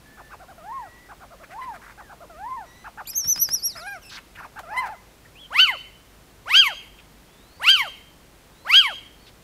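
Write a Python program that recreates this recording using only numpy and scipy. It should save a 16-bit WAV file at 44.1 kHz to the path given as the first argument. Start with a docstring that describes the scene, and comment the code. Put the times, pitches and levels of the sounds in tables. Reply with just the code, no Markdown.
"""Two little owls mate on the wire roof of an aviary, close by.
0-3 s: soft clucks, thin whines and arched hoots; each voice is syrinx harmonics shaped by the throat.
3-5 s: a wavering squeal with wing brushes, wingbeats and rasps, then more hoots and clucks.
5-9 s: four loud yelps ring among the enclosures; small birds twitter far off.
Throughout: quiet outdoor hiss and a faint hum."""
import sys
import numpy as np
from scipy import signal
from scipy.fft import rfft, irfft, next_fast_len
from scipy.io import wavfile
from scipy.ndimage import uniform_filter1d, minimum_filter1d, map_coordinates

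SR = 44100
rng = np.random.default_rng(int(sys.argv[2]) if len(sys.argv) > 2 else 0)


def bounce(signal):
    """Save signal as a 16-bit WAV file at the path given by the first command-line argument."""
    frames = np.transpose(np.atleast_2d(signal))
    limited = np.clip(frames, -1, 1)
    pcm = np.round(limited * 32767).astype(np.int16)
    wavfile.write(sys.argv[1], SR, pcm)


N = 415863

# Voice levels and overtone slopes are ahead of the tone-colour gain.
# (crest [s], rise [s], fall [s], top pitch [Hz], level [dB], rasp level [dB])
YELPS = [(5.624, 0.12, 0.14, 1545, -23, -56), (6.587, 0.13, 0.15272, 1623, -22, -51.5),
         (7.717, .12, 0.1686, 1619, -22, -52), (8.778, 0.13, 0.1574, 1624, -22.5, -53)]
# (place [-1 start, 0 crest, 1 end], pitch [x top], tone gain [dB], rasp gain [dB])
YELP_SHAPE = [(-1, 0.28, -32.5, -25.5), (-.85, 0.38, -25.5, -18.5), (-0.65, .58, -15, -5.5),
              (-.46, .72, -10.5, 1.5), (-.23, .91, -0.5, 3), (-.11, 0.99158, -0.5, 6),
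              (.1, 0.98972, -2, -0.5), (0.2305, .895, -9, -3), (.39, .73, -12, 1), (.54, .665, -9, 0),
              (0.63, .585, -12, -8), (0.9998, .32, -26, -32.5)]
# (crest [s], top pitch [Hz], level [dB], slope [dB/oct], next dip [s], dip pitch [Hz], dip level [dB])
SQUEAL_SWINGS = [(3.108, 5520, -40, 9, 3.131, 4850, -44.5), (3.178, 6460, -21.5, -2, 3.243, 5439, -32.5),
                 (3.305, 6160, -19.5, -2.5, 3.364, 4888, -32), (3.426, 5960, -20.5, 4, 3.484, 4690, -39.5),
                 (3.543, 5695, -21.5, -5, 3.604, 4430, -45), (3.659, 5742, -22, -0.5, 3.74, 3699, -49),
                 (3.784, 5260, -44, -9, 3.836, 3650, -47)]
# register snaps: (time [s], pitch jump [ratio], level jump [dB])
SQUEAL_BREAKS = [(3.1, 0.19, 14), (3.331, 0.00762, -15), (3.552, -0.06463, -8)]
# (crest [s], lead-in [s], rise [s], fall [s], top pitch [Hz], level [dB], roughness [-],
#  slope drop per octave of pitch rise [dB/oct])
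HOOTS = [(.768, .038, 0.15, 0.12182, 1047, -33.5, 0.04, 26),
         (1.632, 0.005, 0.13116, 0.14807, 1059, -33.5, 0.09, 29),
         (2.53, 0.0616, 0.17115, 0.13, 1053, -30.5, 0.03, 24),
         (3.912, 0.039, 0.12, 0.077, 809, -39, 0, -7.5), (4.787, .03, .125, .11, 1010, -31, 0.14, 4.5),
         (4.815, 0.033, 0.07, 0.089, 1052, -31, 0.14, 14),
         (4.905, 0.0051, 0.0345, 0.05018, 877.1, -33, 0.12, 20)]
# (start [s], end [s], pitch [Hz], level [dB], roughness [-])
CRACKS = [(1.613, 1.654, 986, -44.5, 0.38), (4.769, 4.805, 1015, -26.5, 0)]
# (time [s], base pitch [Hz], level [dB], roughness [-])
CLUCKS = [(.175, 853, -47, 0.73), (.31, 892, -47, 1.1), (.403, 794.6, -44.5, 0.1), (.487, 824, -44.5, 0.04),
          (1.092, 885, -43, 0.57), (1.209, 830, -45.5, 0.48), (1.31, 728, -45, 0.2),
          (1.403, 700, -47, 0.18), (1.98, 890.7, -43, 0.51), (2.098, 868, -43, 0.41),
          (2.208, 726, -42.5, 0.11), (2.846, 920, -39, 0.69), (2.978, 933.3, -35, 0.51),
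          (4.373, 1015, -43.5, 1.16), (4.423, 892, -48.5, 1.48), (4.563, 919, -37.5, 0.61)]
# (place [x CLUCK_S], low voice [x base pitch], high voice [x base pitch], low gain [dB], high gain [dB])
CLUCK_SHAPE = [(-.1, .8, 1.25, -4.5, -4.5), (.3, 0.992, 1.8, -1, 4.5), (.7, .83, 1.15, -1, 6),
               (1.05, 0.58, 0.606, -8.5, -3.5)]
# (start [s], end [s], first pitch [Hz], last pitch [Hz], level [dB], slope [dB/oct])
WHINES = [(0.056, 0.308, 1723, 1760, -53.5, -22.5), (0.692, 1.082, 1866, 1973, -52.5, -30),
          (1.996, 2.104, 1993, 1510, -53.5, -24.5), (2.662, 2.847, 1937, 1998, -55, -7),
          (3.072, 3.102, 2343, 2492, -48, 4), (4.018, 4.053, 3150, 2490, -53.5, -2.5),
          (4.052, 4.102, 2690, 2550, -49.5, -3)]
# (start [s], length [s], level [dB], centre [Hz])
RASPS = [(1.43, 0.0279, -45, 1743), (1.502, 0.044, -46.5, 1801), (1.732, 0.04242, -44, 1586),
         (1.811, 0.12, -47.5, 1543), (3.755, 0.0519, -42.5, 1670), (4.091, 0.0862, -43, 4210),
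         (4.106, 0.094, -45.5, 1550), (4.167, 0.029, -41.5, 2240), (4.349, 0.0251, -45.5, 2240),
         (4.853, 0.033, -37.5, 1560), (6.982, 0.028, -49, 2600), (9.261, 0.04158, -50.5, 3458)]
# (start [s], base level [dB], T60 [s])
BRUSHES = [(3.132, -37.5, 0.05424), (3.244, -32.5, 0.06), (3.36, -26.5, 0.02491), (3.377, -32.5, 0.04447),
           (3.489, -22.5, 0.0188), (3.552, -28, 0.0042), (4.59, -39, 0.095)]
# (centre [s], level [dB])
WINGBEATS = [(3.27, -41.5), (3.384, -44.5), (3.514, -45)]
# (start [s], length [s], first pitch [Hz], middle pitch [Hz], last pitch [Hz], middle level [dB])
TWITTERS = [(5.247, 0.01833, 1230, 1964, 1730, -49), (5.353, 0.11005, 2337, 3440, 3070, -45.5),
            (7.26, 0.3393, 3230, 3800, 4680, -63.5), (8.523, 0.22, 3580, 4144, 4600, -61.5),
            (9.191, 0.074, 4320, 4535, 4164, -61)]
# yelp tone colour, throat resonances plus notches from nearby reflections: (frequency [Hz], gain [dB])
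YELP_COLOUR = [(1400, 2), (1700, -4), (2120, 7), (2450, 1), (2950, 7.5), (3270, 5.5), (3550, -7.5),
               (4050, 0.5), (4800, 9), (6100, -10), (6450, 1), (7300, -16), (16000, -32)]
# tone colour of the other voices: (frequency [Hz], gain [dB])
YELP_RASP_COLOUR = [(2500, -10), (3900, 7), (6000, 1.5), (7800, -2.5), (12300, -2.5), (16000, -8.5)]
SQUEAL_COLOUR = [(3000, -2.5), (6200, 0), (8500, -7.5), (11800, -2.5), (14000, -9.5), (16000, -12.5)]
HOOT_COLOUR = [(1000, -0.5), (1650, -3), (2100, -10), (2600, -7), (3300, -26.5), (4300, -23), (5300, -19),
               (7500, -35.5), (12000, -25), (16000, -36)]
CRACK_COLOUR = [(1000, -2), (2050, 2), (3050, -13.5), (4100, -20.5), (5100, -23), (6500, -32.5),
                (9500, -25.5), (16000, -38)]
# treble beamed at the sheds by the yelping owl: (frequency [Hz], gain [dB])
YELP_BEAM = [(1700, -7), (2800, -1), (3200, -4.5), (3800, 4), (4700, -3), (6800, 6)]
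# off walls and sheds: (delay [s], gain [dB])
ECHOES = [(0.178, -29), (.204, -34.5)]
# outdoor hiss: (frequency [Hz], relative density [dB])
AIR_SPECTRUM = [(10, -12), (30, -1.5), (70, -0.5), (150, -2), (400, -7), (2000, -15), (6000, -21.5),
                (15500, -26)]

YELP_SLOPE_DB_OCT, YELP_MELLOWING_DB_OCT_PER_S = -6, 30
YELP_PRESS_DB_OCT, YELP_PRESS_AT_S, YELP_PRESS_WIDTH_S = 6, .03, .014  # pressed, brighter onset
YELP_BREAK_LEAD_S, YELP_BREAK_WIDTH_S = .028, .02
SQUEAL_START_S, SQUEAL_START_HZ, SQUEAL_START_DB = 3.054, 2600, -43.5
SQUEAL_WAVER_RATIO, SQUEAL_WAVER_DB, SQUEAL_WAVER_PER_S = .009263, 2, 110
SQUEAL_DIP_SLOPE_DB_OCT, SQUEAL_FLARE_LEAD_S = -18.5, .0047
UNDERTONE_DB, UNDERTONE_DB_PER_S = -58.5, 39
HOOT_LEAD_HZ, HOOT_LEAD_DB, HOOT_FOOT_HZ, HOOT_FOOT_DB = 700, -45.5, 596, -52
HOOT_WAVER_RATIO, HOOT_WAVER_DB, HOOT_WAVER_PER_S = .026, 1.8, 45
HOOT_STEP_RATIO, HOOT_STEP_LEAD_S = .1, .045
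CLUCK_S, WINGBEAT_S, JOLT_S = .045, .07, .016
CRACK_EDGE_S, CRACK_EDGE_DB = .008, 18
YARD_T60_S, YARD_DB, PERCH_ECHO_S, PERCH_ECHO_DB = .62, -14.5, .013, -14
FACING_SEND_DB = -4  # calls towards the microphone excite the yard less than the yelps
AIR_DB, HUM_HZ, HUM_DB = -52, 50, -59.5
LIMIT_DB, LIMIT_S, CUTOFF_HZ = -2.9, .004, 15600


def yelps():
    """Loud arched cries; the voice breaks into a rasp just before the crest, then clears and mellows."""
    out = np.zeros(N)
    place, pitch_ratio, swell_db, strain_db = np.transpose(YELP_SHAPE)
    for crest, rise, fall, top_hz, db, rasp_db in YELPS:
        s = crest + place * np.where(place < 0, rise, fall)
        hz = top_hz * pitch_ratio
        slope = YELP_SLOPE_DB_OCT - YELP_MELLOWING_DB_OCT_PER_S * np.maximum(s - crest, 0)
        slope += YELP_PRESS_DB_OCT * bump(s, s[0] + YELP_PRESS_AT_S, YELP_PRESS_WIDTH_S)
        breaking = bump(s, crest - YELP_BREAK_LEAD_S, YELP_BREAK_WIDTH_S)
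        tone_rough, rasp_rough = .045 + .3 * breaking, .6 + 1.3 * breaking
        out += voice(np.c_[s, hz, db + swell_db, slope, tone_rough], YELP_COLOUR, harmonics=4,
                     jitter=.0411, flutter=.3, doubling=.5, breath_db=1.5, second_db=13.5,
                     flicker_db=1.53)
        out += voice(np.c_[s, hz, rasp_db + strain_db, np.zeros(len(s)), rasp_rough], YELP_RASP_COLOUR,
                     harmonics=16, jitter=.011, flutter=.5, doubling=.35, breath_db=5)
    return out


def squeal():
    """Shrill whistle, about 8 swings/s, louder and brighter on the crests; snaps between registers."""
    crest, top_hz, top_db, top_slope, dip, dip_hz, dip_db = np.transpose(SQUEAL_SWINGS)
    turns = np.r_[SQUEAL_START_S, np.c_[crest, dip].ravel()]
    s = np.linspace(turns[0], turns[-1], 800)
    lift = np.sin(np.pi / 2 * np.interp(s, turns, np.arange(len(turns)))) ** 2  # 0 dip, 1 crest
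    swing = np.searchsorted(dip[:-1], s)
    low_hz = np.interp(s, turns[::2], np.r_[SQUEAL_START_HZ, dip_hz])
    low_db = np.interp(s, turns[::2], np.r_[SQUEAL_START_DB, dip_db])
    hz = low_hz + (top_hz[swing] - low_hz) * lift ** .82
    hz *= 1 + SQUEAL_WAVER_RATIO * waver(s, SQUEAL_WAVER_PER_S)
    db = low_db + (top_db[swing] - low_db) * lift ** .8
    db += SQUEAL_WAVER_DB * waver(s, SQUEAL_WAVER_PER_S)
    for when, jump_ratio, jump_db in SQUEAL_BREAKS:
        hz *= 1 + jump_ratio * jolt(s, when)
        db += jump_db * jolt(s, when)
    flare = np.interp(s + SQUEAL_FLARE_LEAD_S, s, lift) ** 2
    slope = SQUEAL_DIP_SLOPE_DB_OCT + (top_slope[swing] - SQUEAL_DIP_SLOPE_DB_OCT) * flare
    rough = np.full(len(s), .07)
    # reedy undertone at half pitch, growing towards the last crest
    reed_db = UNDERTONE_DB - UNDERTONE_DB_PER_S * abs(s - crest[-1])
    reed_slope = np.full(len(s), 2.5)
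    reed = voice(np.c_[s, hz / 2, reed_db, reed_slope, rough], SQUEAL_COLOUR, harmonics=5)
    return reed + voice(np.c_[s, hz, db, slope, rough], SQUEAL_COLOUR, harmonics=2)


def hoots():
    """Arched notes, louder and mostly purer as they rise; the pitch steps up just before the crest."""
    out = np.zeros(N)
    for crest, lead, rise, fall, top_hz, top_db, rough, mellowing in HOOTS:
        s, drop = arch(crest, rise, fall, rounding=.22)
        hz = top_hz + (HOOT_FOOT_HZ - top_hz) * drop
        hz *= 1 + HOOT_WAVER_RATIO * (1 - drop) * waver(s, HOOT_WAVER_PER_S)
        hz *= 1 + HOOT_STEP_RATIO * jolt(s, crest - HOOT_STEP_LEAD_S)
        db = top_db + (HOOT_FOOT_DB - top_db) * drop ** 1.74
        db += HOOT_WAVER_DB * (1 - drop) * waver(s, HOOT_WAVER_PER_S)
        # lead-in: soft slide down onto the foot
        s, hz, db = np.r_[s[0] - lead, s], np.r_[HOOT_LEAD_HZ, hz], np.r_[HOOT_LEAD_DB, db]
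        slope = -3 - mellowing * np.log2(hz / HOOT_FOOT_HZ)
        out += voice(np.c_[s, hz, db, slope, np.full(len(s), rough)], HOOT_COLOUR, harmonics=16,
                     jitter=.0831, flutter=1, doubling=.1202, breath_db=-4, second_db=5)
    return out


def cracks():
    """A hoot cracks at its crest into a short level tone with a strong second harmonic."""
    out = np.zeros(N)
    for start, end, hz, db, rough in CRACKS:
        rows = [(start - CRACK_EDGE_S, hz * .89, db - CRACK_EDGE_DB, 0, rough),
                (start + CRACK_EDGE_S, hz, db, 0, rough),
                (end - CRACK_EDGE_S, hz, db, 0, rough),
                (end + CRACK_EDGE_S, hz * .97, db - CRACK_EDGE_DB, 0, rough)]
        out += voice(rows, CRACK_COLOUR, harmonics=15, jitter=.04794, doubling=.2, breath_db=1)
    return out


def clucks():
    """Tiny arches; in hoarse ones the other side of the syrinx takes over with a steep chirp."""
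    out = np.zeros(N)
    for start, hz, db, rough in CLUCKS:
        low_side, high_side = [], []
        for place, low_ratio, high_ratio, low_db, high_db in CLUCK_SHAPE:
            s = start + place * CLUCK_S
            low_side.append((s, hz * low_ratio, db + low_db - 7 * rough, -9 + 5 * rough, .1))
            high_side.append((s, hz * high_ratio, db + high_db, -14, rough))
        out += voice(low_side, HOOT_COLOUR, harmonics=3,
                     jitter=.06, flutter=.7, doubling=.32, breath_db=-8, second_db=6)
        out += rough * voice(high_side, HOOT_COLOUR, harmonics=2,
                             jitter=.03, flutter=.3, doubling=.065, breath_db=-11)
    return out


def whines():
    """Thin begging notes, held or gliding."""
    out = np.zeros(N)
    for start, end, first_hz, last_hz, db, slope in WHINES:
        rows = [(start, first_hz, db, slope, .2), (end, last_hz, db, slope, .2)]
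        out += voice(rows, SQUEAL_COLOUR, harmonics=5, jitter=.0986)
    return out


def voice(rows, timbre, harmonics, jitter=.065, flutter=.68, doubling=.04, breath_db=-19,
          second_db=0, flicker_db=1.8258):
    """Coloured syrinx tone. Rows: (time [s], pitch [Hz], level [dB], slope [dB/oct], roughness [-])."""
    s, *columns = np.transpose(rows)
    t = np.arange(s[0], s[-1], 1 / SR)
    n = len(t)
    hz, db, slope, rough = [uniform_filter1d(np.interp(t, s, column), size=220, mode="nearest")
                            for column in columns]
    # a rough membrane wanders in pitch, flutters and beats strong-weak
    wander = 1 + jitter * rough * drift(500, n) + .0069222 * drift(59.599, n)
    phase = 2 * np.pi * np.cumsum(hz * wander) / SR
    tone = np.zeros(n)
    for k in range(1, harmonics + 1):
        gain = from_db(at_hz(timbre, k * hz) + slope * np.log2(k) + second_db * (k == 2))
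        flicker = from_db(flicker_db * np.log2(k) * drift(70, n))
        tone += np.sqrt(2) * gain * flicker * (k * hz < CUTOFF_HZ) * np.sin(k * phase)
    tone *= 1 + rough * (flutter * drift(900, n) + doubling * np.cos(phase / 2))
    breath = rough * from_db(breath_db) * noise([(400, -21)] + timbre[1:], n)
    out = np.zeros(N)
    add(out, s[0], (tone + breath) * from_db(db) * fade(n, edge_s=.00095))
    return out


def rasps():
    """Voiceless harsh notes: broad noise round one throat resonance."""
    out = np.zeros(N)
    for start, length, db, hz in RASPS:
        n = round(length * SR)
        band = noise([(hz * .27, -32), (hz * .61, -5), (hz, 0), (hz * 1.45, -8),
                      (hz * 1.766, -21), (16000, -31)], n)
        flutter_db = 1.45 * drift(275, n)
        add(out, start, from_db(db + flutter_db) * band * fade(n, edge_s=.009))
    return out


def brushes():
    """Feathers and claws scuff the perch in short gritty bursts."""
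    out, n = np.zeros(N), SR // 8
    for start, db, t60_s in BRUSHES:
        scuff = noise([(50, 5), (160, 5), (450, -6.5), (1500, 8.5), (3000, 2), (7000, -5),
                       (15000, -7.5)], n)
        decay_db = -60 * np.arange(n) / SR / t60_s
        grit_db = 3.5 * drift(690, n)
        add(out, start, scuff * from_db(db - 2 + decay_db + grit_db))
    return out


def wingbeats():
    """Flapping wings push low puffs of air at the microphone."""
    out, n = np.zeros(N), round(WINGBEAT_S * SR)
    for centre, db in WINGBEATS:
        puff = noise([(40, -7.5), (160, -3), (400, -20.5), (2000, -29.5)], n)
        add(out, centre - WINGBEAT_S / 2, from_db(db) * puff * fade(n, WINGBEAT_S / 2))
    return out


def twitters():
    """Faint whistled glides of distant small birds."""
    out = np.zeros(N)
    for start, length, first_hz, middle_hz, last_hz, db in TWITTERS:
        rows = [(start, first_hz, db - 4, -20, .25),
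                (start + length / 2, middle_hz, db, -20, .25),
                (start + length, last_hz, db + 4, -20, .25)]
        out += voice(rows, SQUEAL_COLOUR, harmonics=1)
    return out


def yard(x):
    """Two distinct echoes and a thin, dull tail from sheds and trees."""
    t = np.arange(SR) / SR
    response = noise([(300, -5.5), (1500, -7.5), (3200, -2), (4400, -3), (6000, -12.5), (15000, -16)], SR)
    early, tail = 4.1 * from_db(-60 * t / .068), from_db(-60 * t / YARD_T60_S)
    response *= (early + tail) * fade(SR, edge_s=.0057)
    response *= from_db(YARD_DB) / np.sqrt(np.sum(response ** 2))
    for delay, db in ECHOES:
        add(response, delay, [from_db(db)])
    return signal.fftconvolve(x, response)[:N]


def background():
    """Outdoor hiss and faint electrical hum."""
    hum = np.sqrt(2) * np.sin(2 * np.pi * HUM_HZ * np.arange(N) / SR)
    return from_db(AIR_DB) * noise(AIR_SPECTRUM, N) + from_db(HUM_DB) * hum


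def arch(crest, rise, fall, rounding):
    """Rounded peak: times [s] and drop (0 at the crest, 1 at the feet)."""
    place = np.linspace(-1, 1, 81)
    drop = (place ** 4 + rounding ** 4) ** .25 - rounding
    return crest + place * np.where(place < 0, rise, fall), np.clip(drop / drop[0], 0, 1)


def bump(s, centre, width):
    """Bell of height 1."""
    return np.exp(-((s - centre) / width) ** 2)


def jolt(s, when):
    """Sag to -1/2, jump to +1/2, relax to 0."""
    return np.sign(s - when) * np.exp(-abs(s - when) / JOLT_S) / 2


def fade(size, edge_s):
    """Gate with soft ends."""
    i = np.arange(size)
    return np.sin(np.pi / 2 * np.clip(np.minimum(i, i[::-1]) / (edge_s * SR), 0, 1)) ** 2


def drift(rate_per_s, size):
    """Smooth random curve, spread about 1."""
    steps = np.arange(size) * rate_per_s / SR
    return map_coordinates(rng.standard_normal(4096), [steps], order=3, mode="wrap")


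def waver(s, rate_per_s):
    """Drift read at times s."""
    return drift(rate_per_s, SR)[((s - s[0]) * SR).astype(int)]


def noise(spectrum, size):
    """Coloured noise, RMS 1."""
    x = colour(rng.standard_normal(size), spectrum)
    return x / np.sqrt(np.mean(x ** 2) + 1e-20)


def colour(x, spectrum):
    """Filter by (frequency [Hz], gain [dB]) points."""
    size = next_fast_len(len(x))
    gain = from_db(at_hz(spectrum, np.fft.rfftfreq(size, 1 / SR)))
    return irfft(rfft(x, size) * gain, size)[:len(x)]


def at_hz(spectrum, hz):
    """Gain [dB], interpolated over log frequency."""
    points_hz, db = np.transpose(spectrum)
    return np.interp(np.log(np.maximum(hz, 1)), np.log(points_hz), db)


def from_db(db):
    """Decibels to gain."""
    return 10 ** (np.asarray(db) / 20)


def add(out, start_s, x):
    """Mix x into out."""
    i = max(0, round(start_s * SR))
    out[i:i + len(x)] += x[:max(0, N - i)]


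def scene():
    """Owls and far birds with yard and perch reflections, over the background."""
    facing = hoots() + cracks() + clucks() + whines() + squeal() + rasps() + brushes() + twitters()
    away = yelps()
    send = from_db(FACING_SEND_DB) * facing
    out = facing + away + yard(send + colour(away, YELP_BEAM)) + wingbeats() + background()
    add(out, PERCH_ECHO_S, from_db(PERCH_ECHO_DB) * (send + away))
    return out[None]


def record(dry):
    """Fast peak limiter, then a steep low-pass."""
    size = round(LIMIT_S * SR)
    gain = 1 / np.maximum(1, abs(dry) / from_db(LIMIT_DB))
    gain = uniform_filter1d(minimum_filter1d(gain, size), size)
    lowpass = signal.ellip(12, .1, 80, CUTOFF_HZ, fs=SR, output="sos")
    return signal.sosfilt(lowpass, dry * gain)


dry = scene()
out = record(dry)
bounce(out)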